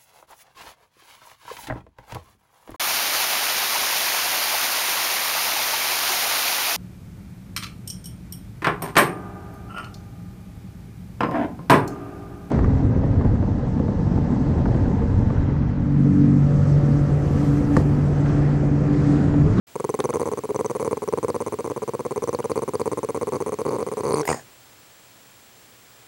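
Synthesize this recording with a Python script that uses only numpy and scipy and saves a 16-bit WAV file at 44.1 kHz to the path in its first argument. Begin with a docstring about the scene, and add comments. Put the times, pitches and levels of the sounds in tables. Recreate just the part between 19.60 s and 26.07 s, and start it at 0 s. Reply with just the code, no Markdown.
"""A quiet carpeted room with soft hiss and a faint electrical whine; close by, a small dog growls.
Its throat opens about 17 times a second: each rattle is a wet snap, a short flutter and a closing slap,
ringing throat and chest behind a shut muzzle while the damp nose sprays and squeaks.
The growl runs together, then breaks off in a rising huff through flapping lips, with smacks and spit."""
import sys
import numpy as np
from scipy import signal
from scipy.fft import rfft, irfft
from scipy.io import wavfile

SR = 44100
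rng = np.random.default_rng(int(sys.argv[2]) if len(sys.argv) > 2 else 0)


def log_audio(samples):
    """Write samples as a 16-bit WAV file to the path given in sys.argv[1]."""
    # one column per channel
    frames = np.atleast_2d(samples).T
    # limit to full scale, then quantise
    limited = np.clip(frames, -1, 1)
    pcm = np.round(limited * 32767).astype(np.int16)
    wavfile.write(sys.argv[1], SR, pcm)


N = 285459
AGE = np.arange(4096) / SR  # seconds since a pulse

# tone of the room's hiss: (frequency [Hz], relative density [dB])
HISS_SPECTRUM = [(15, -46), (25, -15), (90, -6.5), (124, 0), (145, -6.5), (240, -4.5), (388, -6.5),
                 (420, -5.5), (2570, -10), (6880, -14), (7650, -12), (8290, -15), (14500, -20)]
# mains hum and electrical whine: (frequency [Hz], rms level [dB])
ELECTRIC_TONES = [(119, -70), (7559, -66), (15735, -60)]
# reverb of the carpeted room: (frequency [Hz], time to fall 60 dB [s])
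ROOM_DECAY = [(100, 0.43), (500, 0.21), (2000, 0.12), (10000, 0.11)]

# damp nostrils squeak on a few slaps: (time [s], level [dB], pitch [Hz])
NOSE_SQUEAKS = [(0.304, -32, 6090), (0.4566, -29, 6000), (0.962, -28, 6066), (1.062, -26, 6100),
                (1.488, -32.5, 5800), (2.6378, -28, 5950), (2.692, -30, 6050), (4.6129, -26, 5580)]
# thin whistles of air through the nose: (time [s], level [dB], pitch [Hz])
NOSE_WHISTLES = [(4.531, -30, 9250), (4.5446, -25, 8950), (4.689, -39, 8000), (4.703, -26.5, 8360),
                 (4.716, -28, 8650)]
# the throat sings: (start [s], length [s], level [dB], fade [dB], first pitch [Hz], last pitch [Hz])
THROAT_HOOTS = [(0.892, 0.027, -19, 3, 385, 436), (4.618, 0.06, -24, -17, 432, 392)]
# spit crackles as the lips part: (time [s], level [dB])
SPIT_TICKS = [(4.6543, -25), (4.661, -35), (4.667, -30), (4.6728, -26), (4.678, -29)]
# wet clicks of lips and tongue: (time [s], level [dB], pitch [Hz], time to fall 60 dB [s])
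LIP_SMACKS = [(0.4021, -21, 1790, 0.017), (0.4035, -13, 3820, 0.0025), (0.5295, -28, 1300, 0.035),
              (0.5307, -31, 3300, 0.004), (2.8287, -36, 2963, 0.0099), (4.6317, -23, 1510, 0.0089),
              (4.6531, -21.5, 1750, 0.0069), (4.6775, -16.5, 2050, 0.025), (4.689, -22, 2230, .012),
              (4.729, -18, 1870, 0.022), (4.795, -35, 1730, .018)]
# lips flapping in the huff: (time [s], level [dB])
LIP_FLAPS = [(4.677, -18), (4.6905, -3), (4.7025, -4.5), (4.7148, -3.5), (4.728, -11.5), (4.7448, -11.5)]
# breath of the huff: (time [s], level [dB], jet whistle [Hz])
HUFF_BREATH = [(4.646, -70, 1700), (4.655, -26, 1800), (4.666, -34, 1960), (4.677, -26.5, 2120),
               (4.69, -24.5, 2500), (4.705, -25, 2350), (4.72, -27.5, 2000), (4.733, -28.5, 1950),
               (4.745, -31, 1850), (4.77, -29, 1840), (4.80, -35, 1740), (4.84, -53, 1800)]
# hiss of that breath: (frequency [Hz], relative density [dB])
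HUFF_SPECTRUM = [(1500, -32), (2800, -15), (3700, -15), (5000, 11.5), (5900, 0), (6900, 17), (7600, 4),
                 (8600, 11.5), (9400, 2), (10500, -7), (16000, -15)]

# upper resonances of throat and muzzle: (frequency [Hz], bandwidth [Hz], relative level [dB])
UPPER_MODES = [(1042, 183, -1.5), (2162, 79, -30.5)]
# resonances of the chest wall: (frequency [Hz], bandwidth [Hz], relative level [dB])
CHEST_MODES = [(101, 190, -15.5), (147.3, 49, -15.5), (242, 36, -40), (307, 28, -21.5)]
# what the closed, fleshy muzzle lets through: (frequency [Hz], gain [dB])
MUZZLE_EQ = [(45, -34), (72, -12), (88, -4), (560, 1), (650, 0), (760, 7.5), (1180, -3), (1400, -7),
             (1750, -8.5), (2350, -1), (2600, -9), (4000, -13), (12000, -22)]
# tone of the wet spray in the short nose: (frequency [Hz], gain [dB])
SPRAY_EQ = [(1200, -55), (2000, 6.5), (3200, -14.5), (4500, -4), (5300, -14.5), (6100, 8), (6700, 2),
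            (7500, -2), (8200, -1.5), (8900, 4.5), (9600, 1), (10150, -4), (11000, 1), (12100, -13.5),
            (13000, -18), (15500, -55)]
# runs of evenly spaced rattles: (first [s], last [s], count, open time [s], slap over snap [dB])
RATTLE_RUNS = [(0.156, 0.2428, 3, 0.0053, 3), (0.2921, 0.3415, 2, .009, -8), (0.3908, 0.491, 3, .0135, 3),
               (0.538, 0.716, 4, .019, 4.5), (0.774, 0.837, 2, .016, 4), (0.891, 0.9456, 2, 0.015, 4.5),
               (0.9911, 0.9912, 1, .018, 2.5), (1.0461, 1.1511, 3, 0.015, 2),
               (1.1977, 1.2477, 2, 0.03, 6.5), (1.3111, 1.3112, 1, .018, 7), (1.371, 1.371, 1, .005, 1.5),
               (1.421, 1.4211, 1, .017, 0.5), (1.4767, 1.5747, 3, .011, 5.5), (1.6294, 1.683, 2, 0.018, 5),
               (1.7447, 1.9235, 4, 0.018, 2), (1.9884, 2.1, 3, 0.018, 2.5), (2.163, 2.5089, 7, 0.014, 3),
               (2.5607, 2.6224, 2, 0.017, 2), (2.6751, 2.7295, 2, 0.018, 4.5),
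               (2.7888, 2.8426, 2, 0.014, 4), (2.8975, 2.9577, 2, .0192, 5), (3.0209, 3.0787, 2, .014, 1.5),
               (3.136, 3.258, 3, .018, 4), (3.3161, 3.5462, 5, 0.016, 1.5), (3.613, 3.6716, 2, 0.018, 2.5),
               (3.7222, 3.7436, 2, .013, 4), (3.8038, 3.9217, 3, 0.019, 2), (3.988, 3.988, 1, 0.029, 5),
               (4.052, 4.0784, 2, 0.013, 3), (4.107, 4.1554, 4, .0088, 3), (4.1854, 4.2091, 2, 0.019, 4.5),
               (4.2658, 4.316, 2, .022, 3.5), (4.371, 4.371, 1, 0.035, 5.5), (4.4345, 4.4895, 2, .0185, 1),
               (4.4618, 4.476, 2, .0055, 3), (4.5175, 4.5363, 2, 0.005, 4), (4.5567, 4.6097, 5, .0063, -4)]
# how hard the dog pushes: (time [s], opening snap level [dB])
GROWL_EFFORT = [(0.15, -16), (0.3, -11.5), (0.53, -13.5), (0.77, -17), (0.89, -19.5), (0.98, -14),
                (1.45, -16.5), (1.68, -14), (2.12, -17), (2.7, -16), (3.3, -14.5), (4.05, -16),
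                (4.2, -17.5), (4.42, -16), (4.58, -11.5)]
# how wet the airway is: (time [s], spray over snap [dB], squelch of a full slap [dB])
AIRWAY_WETNESS = [(0.15, -23.5, -47), (0.701, -26, -42), (1.05, -25.5, -45), (2.25, -27.5, -39),
                  (2.75, -25, -39.5), (4.3, -27.5, -37), (4.55, -24, -26.5)]
# slaps that catch a thick film of saliva and land harder: (time [s])
WET_SLAP_TIMES = [0.617, 1.702, 2.748, 2.917, 2.977, 3.153, 3.217, 3.755, 4.087]
# the throat bounces open again and shuts at once: (time [s])
BOUNCE_TIMES = [0.5659, 0.627, 0.6843, 2.073, 2.9883, 3.5714, 3.7631, 3.8896]


def gain_of(db):
    """Decibels to amplitude."""
    return 10 ** (np.asarray(db) / 20)


def unit_rms(x):
    """The signal scaled to an rms of 1."""
    return x / np.sqrt(np.mean(x ** 2) + 1e-20)


def curve_at(points, hz):
    """A curve's value at hz, on a log frequency axis."""
    f, value = np.transpose(points)
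    return np.interp(np.log(hz + 1), np.log(f + 1), value)


def add(mix, s, sound):
    """Drop a sound into the mix at s seconds."""
    part = mix[round(s * SR):][:len(sound)]
    part += sound[:len(part)]


def equalise(x, points):
    """Minimum-phase EQ with the given curve."""
    log_gain = np.log(gain_of(curve_at(points, abs(np.fft.fftfreq(len(AGE), 1 / SR)))))
    taps = np.fft.ifft(np.exp(np.conj(signal.hilbert(log_gain)))).real
    return signal.oaconvolve(x, taps)[:len(x)]


def bandpass(x, order, low_hz, high_hz):
    """Roll off the lows and the highs."""
    return signal.sosfilt(signal.butter(order, [low_hz, high_hz], "band", fs=SR, output="sos"), x)


def ring(hz, width_hz, db):
    """One struck resonance."""
    return gain_of(db) * np.exp(-np.pi * width_hz * AGE) * np.sin(2 * np.pi * hz * AGE)


def resonate(x, hz, width_hz):
    """A resonant filter at hz, steady or swept."""
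    turn = np.exp(2j * np.pi * np.cumsum(hz * np.ones(len(x))) / SR)
    pole = np.exp(-np.pi * abs(width_hz) / SR)
    return 2 * (turn * signal.lfilter([1 - pole], [1, -pole], x / turn + 1e-18)).real


def puff(decay_s):
    """A dying burst of air."""
    return rng.standard_normal(len(AGE)) * np.exp(-AGE / decay_s)


def room_tone(hiss_db=-51.5, waver_hz=14):
    """A bed of steady hiss, with mains hum and a thin electrical whine wavering together."""
    t = np.arange(N) / SR
    shape = gain_of(curve_at(HISS_SPECTRUM, np.fft.rfftfreq(N, 1 / SR)))
    hiss = unit_rms(irfft(rfft(rng.standard_normal(N)) * shape, N))
    tones = sum(gain_of(db) * np.sqrt(2) * np.sin(2 * np.pi * (hz * t + rng.random()))
                for hz, db in ELECTRIC_TONES)
    waver = 1 + .2 * unit_rms(resonate(rng.standard_normal(N), waver_hz, 8))
    return gain_of(hiss_db) * hiss + tones * waver


def room_reverb(x):
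    """A carpeted room: sparse reflections, each band dying at its own speed."""
    taps = rng.standard_normal(SR // 2) * (rng.random(SR // 2) < .08)
    taps *= np.clip(np.arange(SR // 2) / SR / 0.0084 - .5, 0, 1)  # pre-delay and soft onset
    hz, t, bands = signal.stft(taps, SR, nperseg=256)
    decay = gain_of(-60 * t / curve_at(ROOM_DECAY, hz)[:, None])
    tail = signal.istft(bands * decay, SR, nperseg=256)[1]
    return signal.oaconvolve(x, tail / np.linalg.norm(tail))[:N]


def nose():
    """Air forced through narrow wet nostrils: dying squeaks and short swelling whistles."""
    out = np.zeros(N)
    for s, db, hz in NOSE_SQUEAKS:
        add(out, s, gain_of(db) * ring(hz, 134, 2.3) * (1 - np.exp(-AGE / 0.00032)))
    for s, db, hz in NOSE_WHISTLES:
        tone = unit_rms(resonate(rng.standard_normal(len(AGE)), hz, 327))
        swell = AGE / 0.0013
        add(out, s, gain_of(db) * resonate(tone, hz, 1200) * swell * np.exp(1 - swell))
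    return out


def hoots(edge_s=0.0013):
    """The flutter locks to the throat's resonance and turns into a smooth, gliding tone."""
    out = np.zeros(N)
    for s, length, db, fade_db, first_hz, last_hz in THROAT_HOOTS:
        t = np.arange(0, length, 1 / SR)
        edges = np.minimum(np.minimum(t, length - t) / edge_s, 1)
        phase = 2 * np.pi * np.cumsum(np.linspace(first_hz, last_hz, len(t))) / SR
        add(out, s, gain_of(db + fade_db * t / length) * edges * np.sin(phase))
    return out


def spit():
    """Threads of saliva burst in the first rush of air: thin, very bright ticks."""
    out = np.zeros(N)
    for s, db in SPIT_TICKS:
        add(out, s, gain_of(db) * puff(decay_s=0.0019))
    return bandpass(out, 2, 9000, 14500)


def smacks():
    """Small wet clicks ring the mouth's cavity."""
    out = np.zeros(N)
    for s, db, hz, t60 in LIP_SMACKS:
        width = np.log(1000) / np.pi / t60
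        cavity = ring(hz, width, -1.4) + ring(hz * 0.484, width, -0.9)
        add(out, s, gain_of(db) * (cavity + 0.23 * puff(0.0034)))
    return bandpass(out, 3, 120, 4500)


def huff():
    """Air rushes out past a whistling gap; the lips flap in it and chop the flow."""
    t = np.arange(N) / SR
    lips, chop = np.zeros((2, N))
    clap = ring(880, 760, 0.67) + ring(488, 89, -12.5) + ring(158, 37, -24)
    for s, db in LIP_FLAPS:
        add(lips, s, gain_of(db) * clap)
        add(chop, s - .002, np.exp(-AGE / 0.0049))
    times, levels, pitches = np.transpose(HUFF_BREATH)
    breath = gain_of(np.interp(t, times, levels)) * (t > times[0]) * (t < times[-1])
    jet_hz = np.interp(t, times, pitches)
    jet, hiss, rush = rng.standard_normal((3, N))
    whistle = gain_of(-7) * unit_rms(resonate(resonate(jet, jet_hz, 600), jet_hz, 600))
    mouth = gain_of(-2) * unit_rms(resonate(resonate(rush, 650, 410), 800, 500))
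    air = whistle + mouth + gain_of(-3) * unit_rms(equalise(hiss, HUFF_SPECTRUM))
    return bandpass(lips, 3, 95, 1500) + air * breath * (0.23 + 0.72 * chop)


def throat_hz(opened_s, start_hz=438.3, rise_hz=23, widen_s=0.018, wander=0.028):
    """The main resonance climbs as the throat opens and wanders from pulse to pulse."""
    return (start_hz + rise_hz * min(opened_s / widen_s, 1)) * (1 + wander * rng.standard_normal())


def throat(hz, width_hz, upper_db, chest_db=0):
    """One pulse rings the main resonance, the upper ones and the chest."""
    upper = sum(ring(f * (1 + 0.036 * rng.standard_normal()), w, db + upper_db)
                for f, w, db in UPPER_MODES)
    chest = sum(ring(f, w, db + chest_db) for f, w, db in CHEST_MODES)
    return ring(hz, width_hz, 0) + upper + chest


def rattles(full_slap_db=-4.5, wet_slap_db=2, wet_squelch_db=7.5):
    """Cues from effort and wetness: (time [s], snap [dB], open [s], slap [dB], spray [dB], squelch [dB])."""
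    times, sprays, squelches = np.transpose(AIRWAY_WETNESS)
    for first, last, count, open_s, slap_over_db in RATTLE_RUNS:
        for s in np.linspace(first, last, round(count)):
            stretch, slap_scatter_db, squelch_scatter_db = rng.standard_normal(3) * (0.027, 1.74, 0.5)
            soaked = any(s < at < s + 2 * open_s for at in WET_SLAP_TIMES)
            snap_db = np.interp(s, *np.transpose(GROWL_EFFORT))
            slap_db = snap_db + slap_over_db + wet_slap_db * soaked + slap_scatter_db
            spray_db = snap_db + np.interp(s, times, sprays)
            squelch_db = np.interp(s, times, squelches) + 0.97 * (slap_db - full_slap_db)
            squelch_db += wet_squelch_db * soaked + squelch_scatter_db
            yield s, snap_db, open_s * (1 + stretch), slap_db, spray_db, squelch_db


def bounces(open_s=0.0037):
    """Brief rattles after a slap: weak snap, full slap and spray, no squelch; columns as rattles()."""
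    for s in BOUNCE_TIMES:
        effort_db = np.interp(s, *np.transpose(GROWL_EFFORT))
        yield s, effort_db - 6, open_s, effort_db + 2.5, effort_db - 25, -np.inf


def gap_air(period_s, open_s):
    """Air hisses and whistles through the open throat, swelling between the snaps."""
    gap = np.sin(np.pi * AGE / period_s) ** 2 * (AGE < open_s + .001)
    whistle = resonate(rng.standard_normal(len(AGE)), 9000 * (1 + 0.069 * rng.standard_normal()), 310)
    return gap * (0.2 * rng.standard_normal(len(AGE)) + 0.15 * unit_rms(whistle))


def squelch():
    """A slap squeezes a film of saliva: a short, bright squish."""
    hz = 4500 * (1 + 0.0068 * rng.standard_normal())
    bubble = resonate(resonate(puff(0.0033), hz, 630), hz, 630)
    return bubble / abs(bubble).max()


def growl(flutter_s=.0093, rebound_s=0.005328):
    """Soft tissue snaps open, flutters with a dull rebound between snaps, and slaps shut."""
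    voice, spray, saliva = np.zeros((3, N))
    for s, snap_db, open_s, slap_db, spray_db, squelch_db in [*rattles(), *bounces()]:
        wet = np.zeros(len(AGE))
        period_s = flutter_s * (1 + .04 * rng.standard_normal())
        for k, at in enumerate(np.arange(0, max(open_s - .003, .001), period_s)):
            hz = throat_hz(at)
            snap = throat(hz, width_hz=167, upper_db=0.76)  # the open throat is heavily damped
            add(voice, s + at, gain_of(snap_db - 2.5 - 3.4 * (k > 0)) * snap)
            add(wet, at, gain_of(-1.5 * k) * puff(0.0012))
            if at + rebound_s < open_s - .002:
                lag_s = rebound_s * (1 + 0.06 * rng.standard_normal())
                rebound = throat(hz, width_hz=57.7, upper_db=-10.5, chest_db=0.18)
                add(voice, s + at + lag_s, gain_of(snap_db - 7.3 * (k > 0)) * rebound)
        slap = throat(throat_hz(open_s), width_hz=74.3, upper_db=-3.5)  # the shut throat rings longer
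        add(voice, s + open_s, gain_of(slap_db - 2) * slap)
        add(wet, open_s, 0.86 * puff(0.0014))
        wet += gap_air(period_s, open_s)
        wet_rms = np.sqrt(np.sum(wet ** 2) / ((open_s + 0.0011) * SR))
        add(spray, s, gain_of(spray_db) * wet / wet_rms)
        add(saliva, s + open_s, gain_of(squelch_db + 2.5) * squelch())
    return equalise(voice, MUZZLE_EQ) + gain_of(2) * equalise(spray, SPRAY_EQ) + saliva


def scene(growl_send_db=-24, huff_send_db=-18.5):
    """The dog up front, a touch of reverb and the room tone underneath."""
    closed_mouth = growl() + hoots() + nose()
    open_mouth = huff() + smacks() + spit()
    reverb = room_reverb(gain_of(growl_send_db) * closed_mouth + gain_of(huff_send_db) * open_mouth)
    return (closed_mouth + open_mouth + reverb + room_tone())[None]


def record(dry, silent_s=.068, fade_s=.006, cutoff_hz=16350):
    """A moment of silence, a quick fade-in and a steep cut of the highest treble."""
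    fade_in = np.clip((np.arange(N) / SR - silent_s) / fade_s, 0, 1)
    lowpass = signal.firwin(511, cutoff_hz, window=("kaiser", 9), fs=SR)
    return signal.oaconvolve(dry * fade_in, lowpass[None], "same")


dry = scene()
out = record(dry)
log_audio(out)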